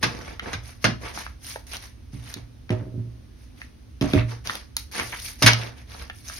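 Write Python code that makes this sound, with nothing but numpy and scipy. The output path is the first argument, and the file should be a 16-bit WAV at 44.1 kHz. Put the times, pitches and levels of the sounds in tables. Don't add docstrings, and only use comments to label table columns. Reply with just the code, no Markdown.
import sys
import numpy as np
from scipy import signal
from scipy.fft import rfft, irfft
from scipy.io import wavfile
from scipy.ndimage import uniform_filter1d

SR = 44100
rng = np.random.default_rng(int(sys.argv[2]) if len(sys.argv) > 2 else 0)


def wrap_up_sound(samples):
    columns = np.atleast_2d(samples).T
    tamed = np.clip(columns, -1, 1)
    steps = np.round(tamed * 32767).astype(np.int16)
    wavfile.write(sys.argv[1], SR, steps)


N = 282107

# start_s, paper_level_db, gather_s (edges build up), spread_s (edges die out), tilt_db_per_octave, thump_level_db
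STACK_TAPS = [(0.0275, -17, 0.0074, 0.005, -1, -24), (0.5303, -28, 0.00075, 0.0035, -1.5, -40),
              (0.8423, -14.5, 0.0003, 0.0036, -2, -18), (5.4229, -13, 0.017, 0.0024, 1.5, -33),
              (5.4613, -6.5, 0.0021, 0.0045, 1.5, -28), (5.4754, -11.5, 0.00082, 0.0051, -0.5, -36)]
# start_s, level_db, pitch_hz (first finger), fingers (count), heel_level_db, pressed_paper_level_db
HAND_KNOCKS = [(0.527, -48, 204, 1, -25.5, -81), (2.134, -26.5, 157, 3, -50, -76),
               (2.363, -33, 276, 1, -35, -42), (2.703, -25, 507, 2, -31, -34.5),
               (2.978, -20, 151, 1, -54, -56), (4.014, -14.5, 283, 3, -26, -22.5),
               (4.137, -11.5, 352, 2, -11.5, -37), (4.998, -33.5, 400, 1, -36, -56),
               (5.4211, -24, 680, 2, -50, -47), (5.4407, -8, 161, 1, -48, -67)]
# start_s, length_s, crackle_level_db, pitch_hz (centre)
CRUMPLES = [(1.035, .06, -50.5, 1820), (1.715, 0.05, -47.5, 3200), (4.149, 0.079, -42, 2100),
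            (4.957, 0.069, -43.5, 2440), (5.119, 0.036, -42, 1860)]
# start_s, level_db, pitch_hz (centre)
SNAPS = [(0.395, -29, 1910), (1.175, -33.5, 790), (1.2648, -34, 1430), (1.559, -31, 770),
         (1.768, -34, 5440), (2.3406, -31, 4900), (2.693, -37, 2100), (2.7047, -33.5, 2600),
         (3.6162, -36, 1870), (4.0113, -30.5, 3170), (4.1348, -24, 2300), (4.4732, -28.5, 4270),
         (4.4965, -24, 1670), (4.5535, -31.5, 5600), (4.7669, -20, 6400), (4.9976, -24.5, 2100),
         (5.5332, -19, 3440), (6.0988, -32.5, 1630), (6.298, -35, 1030)]
# start_s, rise_s, hold_s, level_db, tilt_db_per_octave
SLIDES = [(.005, 0.025, 0.29, -36, -4), (.41, 0.031, 0.07, -31.5, -5), (.61, 0.049, 0.048, -41.5, 0.5),
          (.99, 0.052, 0.056, -34, -3), (1.12, 0.054, 0.034, -31, -0.5), (1.385, 0.11, 0.03, -33, 3.5),
          (1.667, 0.00049, 0.038, -38.5, 1.5), (1.712, 0.0035, 0.026, -33.5, 0.5),
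          (1.81, 0.017, 0.021, -40, 0.5), (2.11, 0.029, 0.18, -47.5, -1), (2.22, 0.07, 0.017, -42.5, -0.5),
          (2.72, 0.023, 0.068, -40.5, -9.5), (3.33, 0.084, 0.028, -55, 1.5),
          (3.53, 0.084, 0.022, -47.5, -0.5), (4.065, 0.042, .06, -34.5, -1.5),
          (4.26, 0.049, 0.012, -36, -3), (4.435, 0.034, 0.086, -31.5, -1),
          (4.767, 0.0035, 0.0085, -33.5, 5), (4.912, 0.0038, 0.28, -36.5, 2),
          (4.91, 0.073, 0.027, -28.5, -2.5), (5.2, 0.054, 0.031, -30, 3.5), (5.55, 0.045, 0.069, -32, -3.5),
          (5.75, 0.03, 0.019, -47.5, -1), (5.86, 0.071, 0.1, -38.5, -1.4), (6.11, 0.059, 0.051, -47, 5),
          (6.225, 0.074, 0.087, -34.5, 2)]
# time_s, level_db
DRAG_CURVE = [(2.705, -14.5), (2.76, -33), (2.82, -26), (2.9, -39), (2.96, -29), (3.08, -46.5), (3.31, -52)]
# pitch_hz, level_db, t60_s (time to fall by 60 dB when nothing presses on the table)
RING_TONES = [(65.8, 4.5, 0.5), (116.34, 9, 0.57), (142.4, 0.5, 0.24), (184, 1.5, 0.1), (237, 1, 0.12),
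              (277, -1, 0.1), (358, -4, 0.087), (507, -11, 0.066), (623.4, -19, 0.35), (1300, -9, 0.14),
              (2230, -4, 0.14), (2820, -15, 0.24), (3764, -12.5, 0.26)]
# pitch_hz, level_db (per Hz)
EDGE_SPECTRUM = [(60, -33), (200, -5.5), (450, 3.5), (850, -1.5), (1350, 4.5), (2200, 5.5), (3200, 0.5),
                 (5800, 1), (11000, -6), (16000, -21)]
# pitch_hz, level_db (per Hz)
SLIDING_SPECTRUM = [(550, 4.5), (1250, 5), (2150, 8.5), (3100, 3), (5600, 6), (11000, 1), (16000, -20)]
# pitch_hz, level_db (per Hz)
FINGERTIP_SPECTRUM = [(40, -19), (110, -4), (200, 0.5), (520, 4.5), (700, -6), (1500, -18.5), (5000, -57)]
# pitch_hz, level_db (per Hz)
AIR_SPECTRUM = [(20, -28), (32, -6), (66, 3.5), (90, -6.5), (115, -6), (165, -21), (250, -12), (400, -26),
                (800, -34), (9000, -42), (16000, -56.5)]
# pitch_hz, t60_s
ROOM_DECAY = [(150, 0.43), (600, 0.24), (5000, 0.25), (12000, 0.18)]
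# pitch_hz, level_db
ROOM_SEND = [(60, -2), (130, -10), (280, -5.5), (700, 3), (2000, 1.5), (5000, 0.5), (12000, -13)]
# pitch_hz, likeness (0 unrelated, 1 the same)
ROOM_LIKENESS = [(100, 0.96), (300, 0), (1400, 0.087), (3000, 0.28), (7000, 0)]
# pitch_hz, difference_db
BALANCE = [(40, -1.5), (120, -3), (500, -2.5), (1300, -0.5), (5000, -0.15)]

TIME = np.arange(N) / SR
PULSE_SIZE = 4096
HZ = np.fft.rfftfreq(PULSE_SIZE, 1 / SR) + 1
THUMP_LAG_S = 0.00373
BRUSH_S, BRUSH_DB, BRUSH_TILT = 0.044, -22.5, 1.8
FINGER_GAP_S, FINGER_SOFTENING = 0.0145, 0.96
PRESS_RISE_S, PRESS_HOLD_S, PRESS_TILT = 0.0013, 0.0067, -4.5
RELEASE_DB_PER_S = 226
HEEL_LAG_S, HEEL_HZ, HEEL_RING_DB = 0.0201, 60.3, -2.5
PRESSED_HZ = 800
FLUTTER = 0.33
AIR_DB = -44
DIP_HZ, DIP_OCTAVES, DIP_DB = 7560, 0.13, -30
TOP_HZ = 16150


def taps(edges_per_s=6000, ring_db=-10, thump_hz=175, paper_db=1, thump_db=5, puff_db=-1):
    out, t = np.zeros(N), TIME[:PULSE_SIZE]
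    ring = blow_ring(thud=0, pressed=False)
    for s, db, gather_s, spread_s, tilt, weight_db in STACK_TAPS:
        landed = rng.random(PULSE_SIZE) < edges_per_s / SR
        gather = 1 - np.exp(-t / max(gather_s, 1 / SR))
        fade = np.exp(-t / max(spread_s, 1 / SR))
        edges = rng.standard_normal(PULSE_SIZE) * landed * gather * fade
        colour = pulse(read(EDGE_SPECTRUM, HZ) + tilt * np.log2(np.maximum(HZ, 500) / 2000))
        clack = burst(signal.fftconvolve(edges, colour))
        add(out, s, amp(db + paper_db) * clack)
        add(out, s, amp(db + ring_db) * burst(signal.fftconvolve(clack, ring)))
        add(out, s + THUMP_LAG_S, amp(weight_db + thump_db) * blow(thump_hz))
        add(out, s + THUMP_LAG_S, amp(weight_db + puff_db) * puff())
    return out


def puff(hz=215, decay_s=0.037, steep=9):
    t = TIME[:PULSE_SIZE]
    band = pulse(20 * np.log10((2 * HZ / hz / (1 + (HZ / hz) ** 2)) ** steep))
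    return burst(signal.fftconvolve(rng.standard_normal(PULSE_SIZE) * np.exp(-t / decay_s), band))


def blow_ring(thud=3.2, thud_s=0.00058, pressed=True):
    t = TIME[:SR * 3 // 4]
    ring = thud * (1 - t / thud_s) * np.exp(-t / thud_s)
    for hz, db, t60_s in RING_TONES:
        damping = 1 + pressed * (hz / PRESSED_HZ) ** 2
        ring = ring + amp(db - 60 * t / t60_s * damping) * np.sin(2 * np.pi * hz * t)
    return ring


def blow(hz, steep=3.7):
    push = pulse(20 * np.log10((HZ / hz) ** steep / (1 + (HZ / hz) ** 2) ** steep))
    return burst(signal.fftconvolve(push, blow_ring()))


def knocks(level_db=3.0, fleshy=3):
    out = np.zeros(N)
    for s, db, hz, fingers, heel_db, _ in HAND_KNOCKS:
        for k in range(round(fingers)):
            finger = blow(hz * FINGER_SOFTENING ** k, steep=fleshy)
            add(out, s + k * FINGER_GAP_S, amp(db + level_db) * finger)
        add(out, s + HEEL_LAG_S, amp(heel_db + level_db) * heel())
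    return out


def heel(width_s=0.00283, push_db=1):
    ring = amp(HEEL_RING_DB) * blow(HEEL_HZ, steep=3.0)
    u = TIME[:len(ring)] / width_s - 3
    return ring + amp(push_db) * burst((1 - u ** 2) * np.exp(-u ** 2 / 2))


def drag():
    s, db = np.transpose(DRAG_CURVE)
    slips = signal.fftconvolve(grains(per_s=400), blow_ring())[:N]
    touching = (TIME > s[0]) * (TIME < s[-1])
    return coloured(slips, FINGERTIP_SPECTRUM) * amp(np.interp(TIME, s, db)) * touching


def slides(clump_db=1.0, level_db=-4.5, crinkle_db=-9.5):
    out = np.zeros((2, N))
    slow_noise = uniform_filter1d(rng.standard_normal(N), size=400)
    grip = evened(amp(clump_db * evened(slow_noise)))
    slips = grip * pair(grains(per_s=7000), grains(per_s=7700), ROOM_LIKENESS)
    slips = clumped(slips + amp(crinkle_db) * crinkle(), patch_db=3.0)
    for s, rise_s, hold_s, db, tilt in strokes():
        start = round(s * SR)
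        t = TIME[:SR * 3 // 4][:N - start]
        swell = np.sin(np.pi / 2 * np.minimum(t / rise_s, 1)) ** 2
        release_db = RELEASE_DB_PER_S * np.maximum(t - rise_s - hold_s, 0)
        stroke = swell * amp(db + level_db - release_db)
        colour = pulse(read(SLIDING_SPECTRUM, HZ) + tilt * np.log2(np.maximum(HZ, 400) / 2000))
        colour = colour / np.linalg.norm(colour)
        for ear, heard in zip(out, slips):
            add(ear, s, signal.fftconvolve(stroke * heard[start:][:len(t)], colour))
    return out


def strokes():
    brushes = [(max(s - BRUSH_S, 0), BRUSH_S, 0, db + BRUSH_DB, BRUSH_TILT) for s, db, *_ in STACK_TAPS]
    presses = [(s, PRESS_RISE_S, PRESS_HOLD_S, paper_db, PRESS_TILT) for s, *_, paper_db in HAND_KNOCKS]
    return SLIDES + brushes + presses


def grains(per_s):
    return evened(rng.standard_normal(N) * (rng.random(N) < per_s / SR))


def crinkle(per_s=120, spread_db=4.2, ring_s=0.0015):
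    sizes = amp(spread_db * np.minimum(rng.exponential(1, N), 3)) * (rng.random(N) < per_s / SR)
    t = TIME[:PULSE_SIZE // 8]
    return evened(signal.fftconvolve(sizes, np.exp(-t / ring_s))[:N] * rng.standard_normal(N))


def clumped(x, patch_db):
    z = signal.stft(x, nperseg=256)[2]
    patches = uniform_filter1d(rng.standard_normal(z.shape[1:]), size=9, axis=0)
    patches = uniform_filter1d(patches, size=3, axis=1)
    return evened(signal.istft(z * amp(patch_db * evened(patches)), nperseg=256)[1][:, :N])


def snaps(flutter_s=0.0024, width_octaves=0.77, level_db=-1, sheet_hz=1700, sheet_db=-15, sharp_db=-32):
    out, t = np.zeros(N), TIME[:PULSE_SIZE // 4]
    sheet = amp(sheet_db) / (1 + np.log2(HZ / sheet_hz) ** 4)
    for s, db, hz in SNAPS:
        sharp = min(amp(db - sharp_db), 1)
        pop = FLUTTER * rng.standard_normal(len(t)) * np.exp(-t / flutter_s)
        pop[0] += sharp
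        width = sharp * width_octaves * np.sqrt(max(hz / 2000, 1))
        off_centre = np.log2(HZ / hz) / width
        crease = 1 / ((1 + off_centre ** 2) * (1 + (HZ / (3 * hz)) ** 2))
        colour = pulse(20 * np.log10(sharp * sheet + crease))
        add(out, s, amp(db + level_db) * burst(signal.fftconvolve(pop, colour)))
    return out


def crumples(per_s=540, spread_octaves=0.47, cycles=2.5, size_db=3.5, lag_s=0.00023):
    out, t = np.zeros((2, N)), TIME[:PULSE_SIZE // 8]
    for s, length_s, db, hz in CRUMPLES:
        count = max(round(per_s * length_s), 1)
        pitch, size, side = np.clip(rng.standard_normal((count, 3)), -2, 2).T
        when = (np.arange(count) + rng.random(count)) / count
        gains = amp(db) * evened(amp(size_db * size) * np.sqrt(np.sin(np.pi * when)))
        pitches = hz * 2 ** (spread_octaves * pitch)
        for at, gain, f, lag in zip(s + length_s * when, gains, pitches, lag_s * side):
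            tick = gain * evened(np.sin(2 * np.pi * f * t) * np.exp(-f * t / cycles))
            add(out[0], at, tick)
            add(out[1], at + lag / 2, tick)
    return out


def direct(x, lag_s):
    delay = np.exp(-2j * np.pi * np.fft.rfftfreq(N, 1 / SR) * lag_s)
    return np.array([x, irfft(rfft(x) * delay, N)])


def stack_echo(count=3):
    return sum(room(taps(), early=3.45) for _ in range(count)) / np.sqrt(count)


def room(x, early, first_s=0.0042, early_s=0.0064):
    t = TIME[:SR]
    echoes = rng.choice([-1., 1.], (2, SR)) * (rng.random((2, SR)) < 3000 / SR) * (t > first_s)
    hz, frame_s, z = signal.stft(echoes * (1 + early * np.exp(-t / early_s)), SR, nperseg=256)
    z = z * amp(-60 * frame_s / read(ROOM_DECAY, hz)[:, None])
    energy = uniform_filter1d((abs(z) ** 2).sum(2), size=3, axis=1)
    z /= np.sqrt(energy)[:, :, None]
    tails = signal.istft(z, SR, nperseg=256)[1][:, :SR]
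    send = amp(read(ROOM_SEND, np.fft.rfftfreq(SR, 1 / SR)))
    tails = irfft(rfft(tails / np.linalg.norm(tails[0])) * send, SR)
    return signal.fftconvolve(x[None], pair(*tails, ROOM_LIKENESS), axes=1)[:, :N]


def air():
    noises = [coloured(x, AIR_SPECTRUM) for x in rng.standard_normal((2, N))]
    return amp(AIR_DB) * pair(*noises, ROOM_LIKENESS)


def pair(a, b, likeness):
    c = np.clip(read(likeness, np.fft.rfftfreq(len(a), 1 / SR)), -1, 1)
    return np.array([a, irfft(c * rfft(a) + np.sqrt(1 - c ** 2) * rfft(b), len(a))])


def amp(db):
    return 10 ** (np.asarray(db) / 20)


def evened(x):
    return x / np.sqrt(np.mean(x ** 2) + 1e-20)


def burst(x):
    return x / np.linalg.norm(x) * np.sqrt(SR / 100)


def read(points, hz):
    f, value = np.transpose(points)
    return np.interp(np.log(hz + 1), np.log(f), value)


def add(mix, s, sound):
    part = mix[round(s * SR):][:len(sound)]
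    part += sound[:len(part)]


def pulse(db):
    cepstrum = irfft(np.log(amp(np.maximum(db, -100))))
    cepstrum[1:PULSE_SIZE // 2] *= 2
    cepstrum[PULSE_SIZE // 2 + 1:] = 0
    return irfft(np.exp(rfft(cepstrum)))


def coloured(x, spectrum):
    return evened(irfft(rfft(x) * amp(read(spectrum, np.fft.rfftfreq(N, 1 / SR))), N))


def scene():
    stack = taps()
    hands = knocks() + drag()
    creases = snaps()
    rustle = slides() + crumples()
    wood = direct(stack + hands, lag_s=0.00003)
    wood = wood + amp(3.5) * stack_echo() + room(hands, early=0.8)
    paper = direct(creases, lag_s=0.00018) + rustle
    paper = paper + amp(-9.0) * room(creases, early=1.0) + amp(-6.5) * room(rustle[0], early=1.0)
    return amp(-3.0) * wood + paper + air()


def record(dry, low_cut_hz=38):
    hz = np.fft.rfftfreq(N, 1 / SR)
    tilt_db = read(BALANCE, hz)
    dip_db = DIP_DB * np.exp(-(np.log2((hz + 1) / DIP_HZ) / DIP_OCTAVES) ** 2)
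    heard = irfft(rfft(dry) * amp(dip_db + np.array([tilt_db, -tilt_db]) / 2), N)
    low_cut = signal.butter(2, low_cut_hz, "high", fs=SR, output="sos")
    heard = np.clip(signal.sosfilt(low_cut, heard), -1, 1)
    band_limit = signal.firwin(511, TOP_HZ, window=("kaiser", 9), fs=SR)
    return signal.oaconvolve(heard, band_limit[None], "same")


dry = scene()
out = record(dry)
wrap_up_sound(out)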